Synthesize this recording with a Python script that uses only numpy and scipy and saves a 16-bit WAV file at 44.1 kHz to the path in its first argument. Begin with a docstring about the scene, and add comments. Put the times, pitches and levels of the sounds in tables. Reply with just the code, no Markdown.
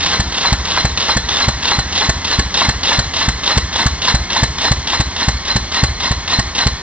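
"""In a garage a cold diesel tractor engine turns over on its starter, about 3.4 beats a second, and does not fire.
In each beat the starter gears rasp, as tooth-pulsed noise and housing resonances, while they take up
the compression; they knock and ring near its top. Then the exhaust valve opens: the manifold clanks and
the stack thumps, as air pulses sent through decaying pipe modes. Motor whine and a low chassis sway lie below.
A camera with two close microphone ports stands by the engine."""
import sys
import numpy as np
from scipy import signal
from scipy.fft import rfft, irfft, next_fast_len
from scipy.io import wavfile
from scipy.ndimage import map_coordinates

SR = 44100
rng = np.random.default_rng(int(sys.argv[2]) if len(sys.argv) > 2 else 0)


def file_out(sig):
    """Save sig as 16-bit WAV at sys.argv[1]."""
    # one column per channel
    cols = np.atleast_2d(sig).T
    # limit, then scale
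    lim = np.clip(cols, -1, 1)
    pcm = np.round(lim * 32767).astype(np.int16)
    wavfile.write(sys.argv[1], SR, pcm)


N = 300762

# Compressions, one a row: (gears bite [s], exhaust valve opens [s], gear load [dB], knock [dB], exhaust [dB])
BEATS = [(.005, .196, -20.5, -27, -14), (0.322, 0.5235, -21, -16.5, -13), (0.651, 0.847, -21.5, -15, -13.5),
         (.974, 1.164, -20, -15.5, -13), (1.287, 1.48, -20, -22.5, -13.5), (1.625, 1.785, -21, -17, -14),
         (1.925, 2.089, -20.5, -19.5, -11), (2.245, 2.3877, -21, -25, -11),
         (2.542, 2.6857, -18.5, -18, -13), (2.832, 2.986, -19, -19.5, -12),
         (3.136, 3.2818, -20, -25.5, -13), (3.436, 3.571, -19.5, -22, -10),
         (3.728, 3.8594, -19.5, -20.5, -11.5), (4.018, 4.1425, -19, -18, -13.5),
         (4.301, 4.4283, -20, -19.5, -11.5), (4.583, 4.7122, -20, -17.5, -12),
         (4.872, 4.9992, -20.5, -20.5, -13), (5.162, 5.2805, -22, -22.5, -12.5),
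         (5.451, 5.5571, -23.5, -24.5, -12), (5.718, 5.832, -20.5, -32, -10.5),
         (6.001, 6.1098, -21, -27.5, -16), (6.277, 6.3875, -21.5, -24, -12),
         (6.551, 6.6634, -19.5, -26, -11.5)]
# Colour of the gear case: (frequency [Hz], relative density [dB per Hz])
CASE_COLOUR = [(40, -13.5), (80, -2.5), (170, 2), (300, -3), (550, -8.5), (1050, -2), (1400, -7.5),
               (1750, -5.5), (2120, -4), (2400, -11.5), (3600, -5), (4200, -9.5), (4500, -8), (6400, -7),
               (7400, -20.5)]
# Colour of the loaded drive: (frequency [Hz], relative density [dB per Hz])
GROWL_COLOUR = [(120, -26.5), (230, 0.5), (400, -9), (600, -7.5), (1050, 2), (1400, -6.5), (1750, -3),
                (2120, 3.5), (2400, -16.5), (4200, -15), (5200, -5.5), (7400, -16)]
# Colour of the escaping air: (frequency [Hz], relative density [dB per Hz])
PUFF_COLOUR = [(200, -7.5), (550, -6.5), (800, -4.5), (1100, -12), (1400, -6.5), (1950, -6), (2400, -14.5),
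               (2800, -9), (3600, -12.5), (4400, -3.5), (5300, -11), (6400, -7.5), (7500, -8)]

TOP_SHARE = 0.219  # of a beat, from the top of compression to the opening of the valve
SLOSH_SHARE, RETURN_SHARE = 0.2284, 0.268  # of a beat, from the gulp to the slosh and to the outward push
TEETH_PER_BEAT = 64
WHINE_PER_BEAT = 280  # cycles of the armature tone
BOUNCE_HZ = 35  # the pinion bounces in its backlash after each bite
TICKS_PER_S, TICK_SCATTER_DB = 120, 3.5  # single teeth catch at random under load
LIGHT_DB, LIGHT_DB_PER_S = -25, -0.325  # the drive running light between compressions, and its slow easing
PORT_LAG = 6.45e-5  # [s] the left port hears the engine later
TOP_HZ = 7750  # band limit of the camera


def amp(db):
    """Decibels to gain."""
    return 10 ** (np.asarray(db) / 20)


def unit(x):
    """x at rms 1."""
    return x / np.sqrt(np.mean(x ** 2) + 1e-20)


def clock():
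    """The time of each sample in seconds."""
    return np.arange(N) / SR


def noise():
    """White noise as long as the scene."""
    return rng.standard_normal(N)


def along(points, hz):
    """(Hz, value) points read on a log frequency axis."""
    f, v = np.transpose(points)
    return np.interp(np.log(hz + 1), np.log(f + 1), v)


def wobble(rate):
    """A smooth random curve, rate knots a second."""
    return map_coordinates(rng.standard_normal(4096), [clock() * rate], mode="wrap")


def filtered(x, response):
    """x times a complex response of frequency."""
    m = next_fast_len(N + SR // 2)
    return irfft(rfft(x, m) * response(np.fft.rfftfreq(m, 1 / SR)), m)[..., :N]


def coloured(x, spectrum):
    """x shaped by the given spectrum, thinned in the lowest bass, at rms 1."""
    return unit(filtered(x, lambda hz: amp(along(spectrum, hz)) * hz / (hz + 20)))


def ringing(modes):
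    """Resonances kept ringing by random contact, at rms 1."""
    def bell(hz):
        return sum(amp(db) / np.sqrt(width) / (1 + (1.3 * (hz - centre) / width) ** 2)
                   for centre, width, db in modes)
    return unit(filtered(noise(), bell))


def bursts(times, levels_db, rise, t60):
    """An envelope that swells and dies away at each of the times."""
    t = np.arange(SR // 3) / SR
    shape = (1 - np.exp(-(t / rise) ** 2)) * amp(-60 * t / t60)
    out = np.zeros(N + SR)
    for s, db in zip(times, levels_db):
        out[max(round(s * SR), 0):][:len(t)] += amp(db) * shape / shape.max()
    return out[:N]


def swell(times, levels_db):
    """An envelope through a few (s, dB) corners, silent outside them."""
    out = np.zeros(N)
    a, b = np.clip([int(times[0] * SR), int(times[-1] * SR)], 0, N)
    out[a:b] = amp(np.interp(np.arange(a, b) / SR, np.maximum.accumulate(times), levels_db))
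    return out


def strokes():
    """When the gears bite, the piston tops out and the exhaust valve opens, in each beat."""
    bites, opens = np.transpose(BEATS)[:2]
    return bites, opens - TOP_SHARE * np.gradient(opens), opens


def levels():
    """The dB of the load, the knock and the exhaust, in each beat."""
    return np.transpose(BEATS)[2:]


def crank(swing=.1, fastest=.4):
    """Crank travel in beats: the shaft races after each exhaust and labours into the next compression."""
    opens = strokes()[2]
    rate = np.interp(clock(), (opens[1:] + opens[:-1]) / 2, 1 / np.diff(opens))
    beat = np.cumsum(rate) / SR - opens[0] * rate[0]  # whole numbers near the valve openings
    speed = rate * (1 + swing * np.cos(2 * np.pi * (beat - fastest)))
    return np.cumsum(speed) / SR


def light_running():
    """The gain of the unloaded drive, easing slowly."""
    return amp(LIGHT_DB + LIGHT_DB_PER_S * clock())


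def teeth(depth_db, slip):
    """Sliding noise that pulses as each tooth meshes; backlash makes the timing slip."""
    mesh = TEETH_PER_BEAT * crank() + slip * wobble(60)
    return amp(depth_db * np.cos(2 * np.pi * mesh)) * noise()


def ticks(t60):
    """The envelope of single teeth catching, at rms 1."""
    t = np.arange(SR // 25) / SR
    caught = rng.random(N) < TICKS_PER_S / SR
    hits = caught * amp(TICK_SCATTER_DB * np.clip(noise(), -2, 2))
    return unit(signal.fftconvolve(hits, amp(-60 * t / t60))[:N])


def garage(x):
    """The walls' answer: decaying noise in which each frequency dies at its own speed."""
    # Decay of the room: (frequency [Hz], t60 [s])
    room_decay = [(70, 0.88), (300, 0.29), (2000, 0.26), (7000, 0.46)]
    hz, t, z = signal.stft(rng.standard_normal(SR // 2), SR, nperseg=256)
    decay = amp(-60 * t / along(room_decay, hz)[:, None])
    tail = signal.istft(z * decay, SR, nperseg=256)[1]
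    later = np.pad(x, (300, 0))  # the walls answer a few milliseconds late
    return signal.fftconvolve(later, tail / np.linalg.norm(tail))[:N]


def chassis():
    """The low sway of the tractor's chassis: bass resonances kept moving by noise."""
    # Modes of the chassis: (frequency [Hz], width [Hz], relative level [dB])
    sway_modes = [(32, 14, -12.5), (55, 14, -4.5), (81.6, 10, 0.5)]
    return ringing(sway_modes)


def motor(db, strain_db, blur, flutter_db):
    """The starter's blurred whine bends with the speed of the crank and groans into each compression."""
    # Whine of the motor and its gears: (multiple of the armature tone [ratio], relative level [dB])
    whine_tones = [(.77, -13), (1, -8), (1.66, -3.5), (1.83, -12.5), (2, -1.5), (3, -6.5), (4, 0.5)]
    turn = WHINE_PER_BEAT * crank()
    tones = np.zeros(N)
    for k, level in whine_tones:
        flutter = amp(level + flutter_db * wobble(80))
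        tones += flutter * np.sin(2 * np.pi * (k * turn + blur * wobble(150)))
    strain = bursts(strokes()[1] - .025, levels()[0] + strain_db, rise=.022, t60=.2)
    whine = amp(db) * light_running() * coloured(tones, CASE_COLOUR)
    return whine + strain * coloured(tones, GROWL_COLOUR)


def drive(chatter_db):
    """The gear case rattles all the time, growls under load and knocks as the backlash turns over."""
    # Colour of the knock: (frequency [Hz], relative density [dB per Hz])
    knock_colour = [(300, -31.5), (700, -13.5), (1030, -4), (1400, -15), (1750, -10.5), (2500, -22.5),
                    (7000, -35)]
    bites, tops, opens = strokes()
    load_db, knock_db, _ = levels()
    rattle = amp(.9 * wobble(70))
    light = light_running() * rattle * coloured(teeth(depth_db=0.2, slip=0.26), CASE_COLOUR)
    load = np.zeros(N)
    for bite, top, end, db in zip(bites, tops, opens, load_db):
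        corners = [bite, top - .03, top - .002, top + 0.037, top + 0.038, end + 0.02]
        load += amp(db) * swell(corners, [-11.5, -8.0, -1.7, 1.0, -3.5, -5.5])
    chatter = amp(chatter_db * wobble(110))
    growl = load * chatter * coloured(teeth(depth_db=1.0, slip=0.22), GROWL_COLOUR)
    knock = bursts(tops - .007, knock_db, rise=0.0054, t60=.06) * coloured(noise(), knock_colour)
    return light + growl + amp(4.5) * knock


def pinion(flare_db, again_db, scatter_db, wait, rest_db, stutter_db, lift_hz):
    """A high, stuttering ring, swaying in pitch, flares after each top of compression and with the exhaust."""
    # Ringing of the pinion and flywheel: (frequency [Hz], width [Hz], relative level [dB])
    ring_modes = [(4115, 45, 2), (4200, 110, -3.5), (5170, 55, -13)]
    _, tops, opens = strokes()
    first, second = scatter_db * rng.standard_normal((len(tops), 2)).T
    flare = bursts(tops + wait, flare_db + first, rise=0.0045, t60=0.24)
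    again = bursts(opens + 0.0027, again_db + second, rise=0.0023, t60=0.23)
    ring = signal.hilbert(ringing(ring_modes))
    ring = ring / (np.abs(ring) + .5)  # friction holds the ring up
    ring = ring * amp(stutter_db * wobble(260))  # but roughens it
    lift = lift_hz * np.cos(2 * np.pi * (crank() - .1))  # pitch shift in Hz, one cycle a beat
    ring = unit(np.real(ring * np.exp(2j * np.pi * np.cumsum(lift) / SR)))
    return ring * np.sqrt(flare ** 2 + again ** 2 + amp(rest_db) ** 2)


def rasp(bite_db, bounce_db, bounce_life, chatter_db, grain_db, housing_db, ticks_db):
    """The starter bites, bounces in its backlash as the compression builds and lets go past its top."""
    # Loudest single clacks of the gear teeth: (time [s], relative level [dB])
    clack_hits = [(0.045, -2.5), (0.061, 4.5), (0.3543, -9), (1.0827, -1), (1.29, -1.5), (1.958, -5.5),
                  (1.977, 1), (2.857, -6), (3.1662, 0), (4.0824, 3.5)]
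    # Colour of the rasping teeth: (frequency [Hz], relative density [dB per Hz])
    rasp_colour = [(100, -14.5), (300, -12), (550, -9.5), (1050, -7), (1400, -11.5), (1900, -9),
                   (2400, -14.5), (2760, -11), (3050, -7), (3560, -2.5), (4500, -5), (5300, -7),
                   (6400, -10), (7400, -21)]
    # Starter housing, rung while the teeth are loaded: (frequency [Hz], width [Hz], relative level [dB])
    housing_modes = [(2776, 260, 0.5), (3240, 81, -7.5), (3570, 100, -1.5), (3740, 83, -8.5),
                     (3965, 97, -2.5)]
    bites, tops, opens = strokes()
    level = np.zeros(N)
    for s, top, end, db in zip(bites, tops, opens, levels()[0]):
        corners = [s - .002, s + .001, s + .012, s + .03, top - .004, end - .025, end + .03]
        level += amp(db) * swell(corners, [-18, bite_db, -2.5, -.7, .83, -6.5, -18])
    latest = np.maximum(np.searchsorted(bites - .002, clock()) - 1, 0)
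    age = np.abs(clock() - bites[latest])  # seconds from the latest bite
    bounce = bounce_db * np.exp(-age / bounce_life) * np.cos(2 * np.pi * BOUNCE_HZ * (age - .004))
    rough = amp(bounce + chatter_db * wobble(90) + grain_db * wobble(600))
    chatter = unit(rough * np.hypot(1, amp(ticks_db) * ticks(t60=0.021)))
    sliding = coloured(teeth(depth_db=-0.5, slip=0.28), rasp_colour)
    gears = level * chatter * (sliding + amp(housing_db) * ringing(housing_modes))
    clacks = bursts(*np.transpose(clack_hits), rise=0.001, t60=0.051) * coloured(noise(), rasp_colour)
    return amp(2.0) * gears + amp(-14.5) * clacks


def manifold(db, crack_db):
    """Each opening of the exhaust valve cracks and strikes the manifold's modes a little differently."""
    # Clank of the manifold: (nominal frequency [Hz], nominal level [dB], t60 [s])
    clank_modes = [(463, -14.5, 0.045), (679, -8, 0.041), (813, 8.5, 0.02), (1115, -6.5, 0.079),
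                   (1774, 0.5, 0.058), (1988, -7, 0.076)]
    t = np.arange(SR // 10) / SR
    opens, exhaust_db = strokes()[2], levels()[2]
    chances = rng.standard_normal((len(opens), 2, len(clank_modes)))
    out = np.zeros(N + SR)
    for s, blow_db, (tune, force) in zip(opens, exhaust_db, chances):
        ring = np.zeros(len(t))
        for (hz, level, t60), d, f in zip(clank_modes, tune, force):
            decay = amp(level + 2.3 * f - 60 * t / t60)
            ring += decay * np.sin(2 * np.pi * hz * (1 + 0.032 * d) * t)
        onset = 1 - np.exp(-t / 0.0023)
        out[round((s + .0045) * SR):][:len(t)] += amp(blow_db + db) * ring * onset
    crack = bursts(opens + 0.0034, exhaust_db, rise=0.00053, t60=0.024) * coloured(noise(), PUFF_COLOUR)
    return out[:N] + amp(crack_db) * crack


def stack(width, slosh_width, return_db, slosh_db):
    """The open valve gulps air down the stack; it sloshes, and a quarter beat later the piston pushes it out."""
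    # Modes of the exhaust stack and muffler: (frequency [Hz], nominal level [dB], t60 [s])
    pipe_modes = [(58, -7, .13), (114.5, -1.5, 0.064), (195, -12, 0.09), (70, -22, 0.34), (79.5, -47, 0.69)]
    opens, exhaust_db = strokes()[2], levels()[2]
    t = np.arange(SR // 2) / SR
    early, swing = .01, .0075  # [s] room for the front of the pulse; half a cycle of the slosh

    def push(at, spread):
        return np.exp(-.5 * ((t - early - at) / spread) ** 2) / (spread * SR * np.sqrt(2 * np.pi))

    def slosh(at):
        return push(at, slosh_width) - push(at - swing, slosh_width) - push(at + swing, slosh_width)

    chances = rng.standard_normal((len(opens), len(pipe_modes)))
    out = np.zeros(N + SR)
    hiss = np.zeros(N)
    for s, db, beat, chance in zip(opens, exhaust_db, np.gradient(opens), chances):
        flow = -push(0.00082, width)
        flow += amp(slosh_db) * slosh(SLOSH_SHARE * beat)
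        flow += amp(return_db) * push(RETURN_SHARE * beat, 0.0013)
        pipe = np.zeros(len(t))
        for (hz, level, t60), c in zip(pipe_modes, chance):
            pipe += amp(level + 2.1 * c) * np.cos(2 * np.pi * hz * t) * amp(-60 * t / t60)
        thump = signal.fftconvolve(flow, pipe)[:len(t)]
        out[round((s - early) * SR):][:len(t)] += amp(db + 12.5) * thump
        hiss += amp(db) * swell([s + 0.0044, s + .013, s + .014, s + .027], [1.4, 0.3, -7.0, -23.5])
    return out[:N], amp(3.0) * hiss * coloured(noise(), PUFF_COLOUR)


def scene():
    """Starter, exhaust and chassis in the garage, reaching the two ports a moment apart."""
    whine = motor(db=-8.5, strain_db=-5.5, blur=0.14, flutter_db=5.0)
    ring = pinion(flare_db=-15.0, again_db=-21.5, scatter_db=1.5, wait=0.0015,
                  rest_db=-37, stutter_db=3.0, lift_hz=45)
    bite = rasp(bite_db=0.0, bounce_db=3.0, bounce_life=0.071, chatter_db=1.63,
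                grain_db=1.4, housing_db=-3.5, ticks_db=-6)
    starter = bite + drive(chatter_db=1.9) + ring + whine
    thump, puff = stack(width=0.00091, slosh_width=0.0025, return_db=-12.5, slosh_db=-11.0)
    metal = starter + puff + manifold(db=-2.4, crack_db=-1.8)
    walls = amp(-11.5) * garage(metal) + amp(-28.5) * garage(thump)
    sound = metal + thump + amp(-33.0) * chassis() + walls
    sides = np.array([[-1], [1]])  # left, right: half the lag each way
    return filtered(sound, lambda hz: np.exp(1j * np.pi * hz * PORT_LAG * sides))


def record(dry):
    """The camera thins the lowest bass, rounds off the highest peaks and cuts steeply above its band limit."""
    x = filtered(dry, lambda hz: 1j * hz / (1j * hz + 6))
    x = x / (1 + np.abs(x) ** 14) ** (1 / 14)
    return filtered(x, lambda hz: 1 / np.sqrt(1 + (hz / TOP_HZ) ** 70))


dry = scene()
out = record(dry)
file_out(out)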